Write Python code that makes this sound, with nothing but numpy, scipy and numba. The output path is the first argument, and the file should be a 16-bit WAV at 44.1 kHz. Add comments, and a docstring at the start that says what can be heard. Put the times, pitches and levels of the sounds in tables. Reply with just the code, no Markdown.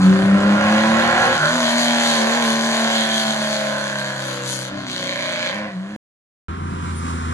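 """A six-cylinder rally car pulls away up a wooded road, over a low thump early on, lifts, holds, crackles,
blips and brakes for a bend, and pulls again: low order sines, clicks ringing in a pipe and noise puffs.
After half a second of silence a second car rolls up on the overrun: low order sines under growing tyre
roar (filtered noise), with one short whistle. Two microphones hear each car directly and by echoes."""
import sys
import numpy as np
from scipy import signal
from scipy.fft import rfft, irfft, next_fast_len
from scipy.io import wavfile
from scipy.ndimage import uniform_filter1d, map_coordinates
from numba import njit

SR = 44100
rng = np.random.default_rng(int(sys.argv[2]) if len(sys.argv) > 2 else 0)


def persist_wave(psi):
    """Save psi, clipped to +-1, as 16-bit WAV."""
    counts = np.round(np.clip(psi, -1, 1) * 32767).astype(np.int16)
    wavfile.write(sys.argv[1], SR, np.atleast_2d(counts).T)


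def ratio_of_db(decibels):
    """Turn decibels (scalar or array-like) into linear amplitude factors; 0 dB maps to 1."""
    return 10 ** (np.asarray(decibels, float) / 20)


N = 323253
SILENT_FROM_S, SILENT_TO_S = 5.963, 6.4833

# leaving car: (time [s], engine cycles [1/s], firing tone before throb [dB])
REVS = [(0.0, 31.0, -11), (0.6, 34.4, -16.5), (0.88, 36.8, -17), (1.13, 39.1, -29), (1.31, 40.8, -28),
        (1.43, 38.0, -44), (1.55, 41.4, -23), (1.68, 38.9, -23), (1.79, 39.9, -22), (2.1, 38.9, -22),
        (2.24, 37.2, -24), (2.38, 39.6, -23), (2.48, 37.5, -22), (2.66, 38.0, -23), (3.46, 36.1, -28),
        (4.37, 32.7, -40), (4.71, 32.4, -41), (4.75, 33.0, -33), (4.83, 32.6, -33), (4.88, 31.4, -46),
        (4.97, 30.8, -44), (5.22, 30.4, -46), (5.36, 28.8, -46), (5.5, 30.0, -50), (5.56, 34.3, -31),
        (5.65, 35.0, -29), (5.7, 33.0, -37), (5.77, 30.4, -25), (5.86, 32.6, -29), (5.96, 35.7, -33)]
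# its exhaust: (time [s], loudness [dB], rasp beside loudness [dB])
EFFORT = [(0.0, -28, -7), (0.26, -28, -16.5), (0.66, -21, -13.5), (0.9, -21.5, -13), (1.26, -18, -12),
          (1.36, -22, -7.5), (1.86, -22.5, -4), (2.34, -22.5, -7), (2.59, -24.5, -3), (2.9, -23, -6),
          (3.12, -25.5, -2.5), (3.78, -29.5, -5.5), (4.38, -33, -6), (4.63, -35, -3.5), (4.7, -36, -6),
          (4.83, -36.5, -4), (4.9, -38, 7), (5.02, -32, 0), (5.38, -30.5, -4), (5.46, -28.5, -0.5),
          (5.66, -33, -20), (5.76, -44.5, -6.5), (5.96, -41.5, -14.5)]
# what the driver does, states blended from row to row: (time [s], state)
DRIVING = [(0.0, "pull"), (1.36, "pull"), (1.42, "lift"), (1.5, "lift"), (1.62, "hold"), (2.9, "hold"),
           (4.35, "lift"), (4.68, "lift"), (4.72, "blip"), (4.84, "blip"), (4.89, "brake"), (5.5, "brake"),
           (5.54, "pull"), (5.69, "pull"), (5.73, "hold"), (5.84, "hold"), (5.91, "pull"), (5.97, "pull")]
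# start levels per state: (order 3 [dB], order 4 [dB], 5 [dB], 8 [dB], 9 [dB], 10 [dB], 12 [dB])
SIDE_ORDERS = {"pull": (-36, -37, -35.5, -51, -28, -40.5, -28),
               "lift": (-81, -24, -67, -35.5, -39.5, -32, -44.5),
               "hold": (-62, -36.5, -63.5, -43.5, -42.5, -36.5, -40),
               "brake": (-65, -34, -33, -26.5, -32, -33.5, -35),
               "blip": (-34, -28.5, -40, -28.5, -26.5, -49, -59.5)}
# exhaust per state: (bark beside loudness [dB], howl beside loudness [dB], rumble at start [dB])
PIPE = {"pull": (-4, 0.95, -31), "lift": (-1.7, 0, -37), "hold": (-1.4, -0.32, -40.5),
        "brake": (-1.1, 0.13, -33), "blip": (-0.5, 0.075, -26.5)}
# turbulence per state: (rms beside the pulses [ratio],)
TURBULENCE = {"pull": (.8,), "lift": (.22,), "hold": (.12,), "brake": (.28,), "blip": (.9,)}
# unequal header pipes, one row per cylinder: (strength [dB], lateness [firing intervals])
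CYLINDERS = [(6.0, -0.0075), (-3, 0.042), (1.5, -0.048), (0.5, 0.1), (-2.5, -0.052), (-1.5, 0.0031)]
# firing tone beats with its echo: (rate [1/s], first swell [s], depth at start [dB], fade [s])
THROB = (4.7, .09, 4.5, .9)
# the pipe cancels orders that cross this band: (frequency [Hz], gain [dB])
DARK_BAND = [(390, 0), (420, -14), (462, -14), (488, 0)]
# strongest bark resonance, moves as the tailpipe turns: (time [s], centre [Hz], gain [dB])
BARK_PATH = [(0.0, 646, -28), (0.38, 477, -7), (0.95, 530, -19.5), (1.03, 690, 5), (1.35, 800, 0),
             (1.45, 583, 19), (1.56, 643, 9.5), (1.72, 620, 19.5), (1.8, 607, -4), (2.45, 500, 3.5),
             (2.9, 677, 4.5), (3.6, 600, 4), (3.7, 563, 5), (3.82, 557, 8), (4.15, 580, -0.5),
             (4.4, 487, 27), (4.7, 520, 13.5), (4.8, 653, 22), (4.9, 600, -19), (5.0, 542, 22),
             (5.5, 570, 14.5), (5.7, 635, -3), (5.96, 636, -3.5)]
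# standing pipe resonances: (centre [Hz], width [Hz], gain [dB])
BARK = [(532.5, 26.4, 7.5), (674.6, 57, 2.5), (749, 120, -3.5)]
HOWL = [(1038, 109, -0.5), (1950, 380, -27.5)]
# outline of the rasp, also of the cracks: (frequency [Hz], relative density [dB])
RASP = [(1350, -25.5), (2300, -5.5), (2750, -13.5), (3100, 0), (3740, -2), (4270, 0.5), (5540, -12.5),
        (6180, -3), (7010, -4.5), (8590, -16), (10300, -9.5), (11800, -23.5), (13700, -28.5), (15000, -68)]
# rasp top opens and dulls as the car turns and hides: (time [s], gain [dB])
TOP = [(4.4, -4.5), (4.48, 7.5), (4.64, 1), (4.69, -19), (4.85, -10), (4.9, -11), (5.48, -13), (5.58, -11),
       (5.96, -5)]
# exhaust dips at a gear change: (time [s], gain [dB], 1/e half-length [s])
CUTS = [(1.396, -4, 0.024)]
# part of the exhaust swells: (time [s], centre [Hz], added gain [dB], 1/e half-length [s])
SWELLS = [(1.438, 1500, 8.5, 0.059), (1.24, 470, 1.5, 0.086), (3.49, 610, 3, 0.5),
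          (3.064, 3300, -0.5, 0.16), (3.75, 950, 4, 0.04), (3.945, 1570, 3.5, 0.24), (5.13, 596, 1.5, 0.28),
          (5.3, 2250, 5.5, 0.23)]
# one cylinder cracks every cycle, in bursts: (first [s], last [s], level [dB], spread [dB])
CRACKLE = [(4.163, 4.36, -26, 2.5), (4.46, 4.66, -22.5, 2.5), (4.88, 5.33, -28, 3.0),
           (5.544, 5.55, -26, 0.5)]
# bump in the road: (time [s], level [dB], frequency [Hz], 1/e length [s])
THUMP = (.245, -21, 110, .035)
# arriving car: (time [s], engine cycles [1/s], order 3 [dB], order 5 [dB], order 6 [dB], order 9 [dB])
ARRIVING = [(6.49, 26, -28.5, -51, -67.5, -47.5), (6.57, 29, -30.5, -37.5, -37.5, -50),
            (7.33, 27.3, -25, -41, -37, -31.5)]
# its weak orders: (order, level beside -30 dB [dB])
WEAK_ORDERS = [(8, -19), (12, -17.5)]
# its tyres: (time [s], roar [dB], hiss gain [dB])
TYRES = [(6.49, -33, -15), (6.65, -33, -10), (7.0, -32, -1), (7.33, -28.5, -5.5)]
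# short high whistle: (time [s], frequency [Hz], level [dB], 1/e length [s])
CHIRP = (6.972, 9450, -37, .035)
# noise outlines: (frequency [Hz], relative density [dB])
ROAR = [(210, -30.5), (350, -16.5), (527, -7.5), (588, -17), (677, -9.5), (780, -8.5), (1050, 1),
        (1510, -4.5), (1710, -11.5), (4470, -20), (9510, -18.5), (15000, -63)]
RUMBLE = [(20, -37), (40, -15), (80, -10), (200, -3), (400, -9.5), (600, -65.5)]
# microphones: (frequency [Hz], left over right [dB])
LEFT_OVER_RIGHT = [(60, 0), (200, 0), (380, 1), (700, 2.5), (1400, -3.5), (2800, -1), (5500, 2.5),
                   (14000, 7)]
# banks and trees: (frequency [Hz], echoes beside direct sound [dB])
SCATTER = [(100, -24), (220, -24), (350, -6), (700, -8), (1500, -8), (3000, -2), (8000, -1), (14000, 4)]

RECEDE_DB_PER_S = 2.5   # side orders, tyre roar and rumble sink as the car draws away
BARK_YIELD = 0.42   # bark loss per rasp gain [dB per dB]
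BARK_WIDTH_HZ, BARK_WANDER = 49, 0.015   # wander as a share of the centre
HOWL_START_HZ, HOWL_WIDTH_HZ, HOWL_SLIDE_PER_S, HOWL_WANDER = 1480, 407, 0.014, 0.04
RASP_DB = 5   # added to loudness and edge
ROAD_START_DB = -33
OVERLOAD = 1.1   # height at which peaks saturate


def leaving():
    """Low orders and piped exhaust, then swells, over road noise that sinks steadily."""
    t = np.arange(N) / SR
    rate, firing_db = in_time(REVS)
    cycles = np.cumsum(rate) / SR
    loud_db, edge_db = in_time(EFFORT)
    for s, db, length_s in CUTS:
        loud_db = loud_db + db * np.exp(-((t - s) / length_s) ** 2)
    bark_share_db, howl_share_db, rumble_db = by_state(PIPE)
    bark_db = loud_db + bark_share_db - BARK_YIELD * (edge_db - np.mean(EFFORT, axis=0)[2])
    rasp_db = loud_db + edge_db + RASP_DB + 1.72 * drift(21.88)
    recede_db = RECEDE_DB_PER_S * t

    breath = pipe_breath(cycles)
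    out = low_orders(cycles, firing_db, recede_db)
    out = out + ratio_of_db(bark_db) * bark(breath)
    out = out + ratio_of_db(loud_db + howl_share_db) * howl(breath)
    out = swell(out + ratio_of_db(rasp_db) * rasp(cycles))
    # road noise darker than the roar outline
    out = out + ratio_of_db(ROAD_START_DB - recede_db) * noise(ROAR, 1.3)
    return out + ratio_of_db(rumble_db - recede_db) * noise(RUMBLE)


def low_orders(cycles, firing_db, recede_db):
    """Engine orders as sines; the sixth, one cycle per firing, throbs against its echo."""
    t = np.arange(N) / SR
    per_s, first_s, depth_db, fade_s = THROB
    throb_db = depth_db * np.exp(-t / fade_s) * np.cos(2 * np.pi * per_s * (t - first_s))
    side_db = np.array(by_state(SIDE_ORDERS)) - recede_db
    levels_db = [firing_db + throb_db, *side_db]
    return colour(tones(cycles, (6, 3, 4, 5, 8, 9, 10, 12), levels_db), DARK_BAND)


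def pipe_breath(cycles):
    """Firing pulses and turbulence with near echoes: what excites the pipe."""
    pulses = rms_one(firings(cycles, jitter=0.008, spread_db=1.2))
    rough, = by_state(TURBULENCE)
    return bank_echoes(pulses + rough * rng.standard_normal(N))


def bark(breath):
    """One moving and three standing pipe resonances, levelled."""
    hz, gain_db = in_time(BARK_PATH)
    hz = hz * (1 + BARK_WANDER * drift(6.2))
    ringing = ratio_of_db(gain_db) * moving(breath, hz, BARK_WIDTH_HZ)
    ringing = ringing + resonances(breath, BARK, wander_db=2.0)
    broad = moving(ringing, np.full(N, 620.0), 600)
    # the pipe is dark just under its bark
    above = signal.butter(8, 485, "high", fs=SR, output="sos")
    return even(signal.sosfilt(above, broad))


def howl(breath):
    """Band-limited breath and noise ring in sliding and standing resonances, levelled."""
    t = np.arange(N) / SR
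    hz = HOWL_START_HZ * (1 + HOWL_SLIDE_PER_S * t + HOWL_WANDER * drift(4.5))
    band = signal.butter(2, [800, 4500], "band", fs=SR, output="sos")
    blown = signal.sosfilt(band, breath + 0.4 * rng.standard_normal(N))
    return even(moving(blown, hz, HOWL_WIDTH_HZ) + resonances(blown, HOWL, wander_db=2.0))


def rasp(cycles):
    """Noise swelled by a puff at each firing; distance and trees dull its top."""
    fade = np.exp(-1 / (0.001 * SR))   # about 1 ms
    puffs = signal.lfilter([0.15], [1, -0.85], firings(cycles, jitter=0.05, spread_db=3.0))
    puffs = rms_one(signal.lfilter([1], [1, -fade], puffs))
    hiss = even(colour(rng.standard_normal(N) * (1 + 2.0 * puffs), RASP))
    top = hiss - lowpass(hiss, 3, 5300)
    top_db = in_time(TOP)[0] + 0.73 * drift(20.0)
    return hiss + (ratio_of_db(top_db) - 1) * top


def swell(x):
    """Brief bell-shaped additions of a resonant band."""
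    t = np.arange(N) / SR
    for s, hz, db, length_s in SWELLS:
        bell = np.exp(-((t - s) / length_s) ** 2)
        x = x + ratio_of_db(db) * bell * moving(x, np.full(N, float(hz)), 0.12 * hz)
    return x


def firings(cycles, jitter, spread_db):
    """One click per firing; strength and timing set by cylinder and a little chance."""
    count = np.arange(1, int(6 * cycles[-1]) - 1)
    strength_db, late = np.array(CYLINDERS)[count % 6].T
    time_luck, size_luck = rng.standard_normal((2, len(count))).clip(-2, 2)
    due = count + late + jitter * time_luck
    at = np.interp(due, 6 * cycles, np.arange(N - 0.)).clip(0, N - 2)
    size = ratio_of_db(strength_db + spread_db * size_luck)
    # share each click between its two nearest samples
    whole = at.astype(int)
    clicks = np.zeros(N)
    clicks[whole] = size * (1 - at + whole)
    clicks[whole + 1] = size * (at - whole)
    return clicks


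def bank_echoes(x):
    """Three near echoes off road and bank slide in delay, so single harmonics swell and fade."""
    at, out = np.arange(N), x
    for lag_s in (0.004, 0.011, 0.019):
        out = out + 0.28 * np.interp(at - SR * (lag_s + 0.0007 * drift(1.6)), at, x)
    return out


def pops():
    """Cracks: noise of rasp colour decaying in 2 ms; lower and upper half vary apart."""
    clicks = np.zeros((2, N))
    for first_s, last_s, db, spread_db in CRACKLE:
        rate = np.interp(first_s, *np.transpose(REVS)[:2])
        s = np.arange(first_s, last_s, 1 / rate)
        luck = rng.standard_normal((2, len(s))).clip(-2, 2)
        clicks[:, (s * SR).astype(int)] = ratio_of_db(db + spread_db * luck)
    fade = np.exp(-1 / (0.002 * SR))
    hiss = noise(RASP)
    low = lowpass(hiss, 3, 5300)
    envelopes = signal.lfilter([1], [1, -fade], clicks + 1e-18)
    return np.sum([low, hiss - low] * envelopes, axis=0)


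def thump():
    """Low cosine under a bell envelope."""
    s, db, hz, length_s = THUMP
    t = np.arange(N) / SR - s
    return ratio_of_db(db) * np.exp(-(2 * t / length_s) ** 2) * np.cos(2 * np.pi * hz * t)


def arriving():
    """Low orders on the overrun under growing tyre roar and steady rumble."""
    rate, *levels_db = in_time(ARRIVING)
    orders = [3, 5, 6, 9]
    for order, db in WEAK_ORDERS:
        orders.append(order)
        levels_db.append(-30 + db)
    drone = tones(np.cumsum(rate) / SR, orders, levels_db)
    return drone + tyre_roar() + ratio_of_db(-33.5) * noise(RUMBLE) + chirp()


def tyre_roar():
    """Coloured, wavering noise whose roar and hiss follow the tyre table."""
    roar_db, hiss_db = in_time(TYRES)
    roar = noise(ROAR) * ratio_of_db(1.2 * drift(14.0))
    top = roar - lowpass(roar, 2, 3500)
    return ratio_of_db(roar_db) * (roar + (ratio_of_db(hiss_db) - 1) * top)


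def chirp():
    """Soft-edged high sine with wandering phase."""
    s, hz, db, length_s = CHIRP
    t = np.arange(N) / SR - s
    tone = np.sin(2 * np.pi * hz * t + 2.5 * drift(45.0))
    return ratio_of_db(db) * np.exp(-(2 * t / length_s) ** 2) * tone


def roadside(x, left_lead):
    """Left hears left_lead samples early; banks and trees add echoes whose paths slide."""
    at, scattered = np.arange(N), np.zeros((2, N))
    for k in range(8):
        lag = SR * (rng.uniform(0.003, 0.05) + 0.0004 * drift(0.8))
        scattered[k % 2] += np.interp(at - lag, at, x) * ratio_of_db(3.5 * drift(3.0)) / 2
    direct = np.array([x[np.clip(at + left_lead, 0, N - 1)], x])
    # offset the power that the echoes add
    makeup = [(hz, -10 * np.log10(1 + ratio_of_db(db) ** 2)) for hz, db in SCATTER]
    left, right = colour(direct + colour(scattered, SCATTER), makeup)
    return np.array([colour(left, LEFT_OVER_RIGHT, 0.5), colour(right, LEFT_OVER_RIGHT, -0.5)])


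def tones(cycles, orders, levels_db):
    """Engine orders as sines, slightly wavering in level and phase."""
    out = 0
    for order, db in zip(orders, levels_db):
        waver = ratio_of_db(1.5 * drift(20.0))
        turns = order * cycles + rng.random() + 0.0097 * drift(3.4)
        out = out + np.sqrt(2) * ratio_of_db(db) * waver * np.sin(2 * np.pi * turns)
    return out


def resonances(x, peaks, wander_db):
    """Parallel resonators of alternating sign; each swells and fades as its level wanders slowly."""
    out = 0
    for k, (hz, width_hz, db) in enumerate(peaks):
        r = np.exp(-np.pi * width_hz / SR)
        pole = [1, -2 * r * np.cos(2 * np.pi * hz / SR), r * r]
        ringing = signal.lfilter([(1 - r * r) / 2, 0, -(1 - r * r) / 2], pole, x + 1e-18)
        out = out + (-1) ** k * ratio_of_db(db + wander_db * drift(3.65)) * ringing
    return out


@njit
def glide(x, angle, r):
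    """Two-pole resonator whose centre (radians per sample) moves every sample."""
    out, one, two = np.zeros(len(x)), 0., 0.
    for i in range(2, len(x)):
        drive = (1 - r * r) / 2 * (x[i] - x[i - 2])
        out[i] = drive + 2 * r * np.cos(angle[i]) * one - r * r * two
        one, two = out[i], one
    return out


def moving(x, hz, width_hz):
    """Moving resonance of the given width."""
    return glide(x, 2 * np.pi * hz / SR, np.exp(-np.pi * width_hz / SR))


def colour(x, points, share=1):
    """Filter by a (frequency [Hz], gain [dB]) outline, its dB scaled by share."""
    size = next_fast_len(N + 4096)
    hz, db = np.transpose(points)
    log_hz = np.log(np.maximum(np.arange(size // 2 + 1) * SR / size, 1))
    gain = ratio_of_db(share * np.interp(log_hz, np.log(hz), db))
    return irfft(rfft(x, size) * gain, size)[..., :N]


def noise(points, share=1):
    """Coloured noise of unit rms."""
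    return rms_one(colour(rng.standard_normal(N), points, share))


def lowpass(x, order, hz):
    """Zero-phase low-pass."""
    return signal.sosfiltfilt(signal.butter(order, hz, fs=SR, output="sos"), x)


def rms_one(x):
    """Scale to unit rms."""
    return x / np.sqrt(np.mean(x ** 2) + 1e-20)


def even(x):
    """Unit rms over a running 59 ms."""
    return x / np.sqrt(uniform_filter1d(x ** 2, size=2600) + 1e-20)


def drift(per_s):
    """Smooth chance with spread near 1, per_s knots a second."""
    knots = rng.standard_normal(400)
    at = np.arange(0, N + 64, 64)
    curve = map_coordinates(knots, [at / SR * per_s + 2], order=2)
    return np.interp(np.arange(N), at, curve)


def in_time(rows):
    """Each column of a time table at every sample."""
    s, *columns = np.transpose(rows)
    return [np.interp(np.arange(N) / SR, s, c) for c in columns]


def by_state(table):
    """Columns of a state table, blended along the drive."""
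    return in_time([(s, *table[state]) for s, state in DRIVING])


def scene():
    """Leaving car, silence, arriving car."""
    t = np.arange(N) / SR
    early = t < (SILENT_FROM_S + SILENT_TO_S) / 2
    cars = np.where(early, leaving() + pops() + thump(), arriving())
    heard = roadside(cars, left_lead=np.where(early, 6, 24))
    return heard * ((t < SILENT_FROM_S) | (t > SILENT_TO_S))


def band_limit(x):
    """A steep low-pass at the top of the band."""
    return signal.sosfilt(signal.butter(12, 15610, fs=SR, output="sos"), x)


def record(dry):
    """Round the peaks and cut the top."""
    rounded = OVERLOAD * np.tanh(dry / OVERLOAD)
    cut = signal.cheby2(10, 60, 15900, fs=SR, output="sos")
    mix = signal.sosfilt(cut, rounded)
    return band_limit(mix)


dry = scene()
out = record(dry)
persist_wave(out)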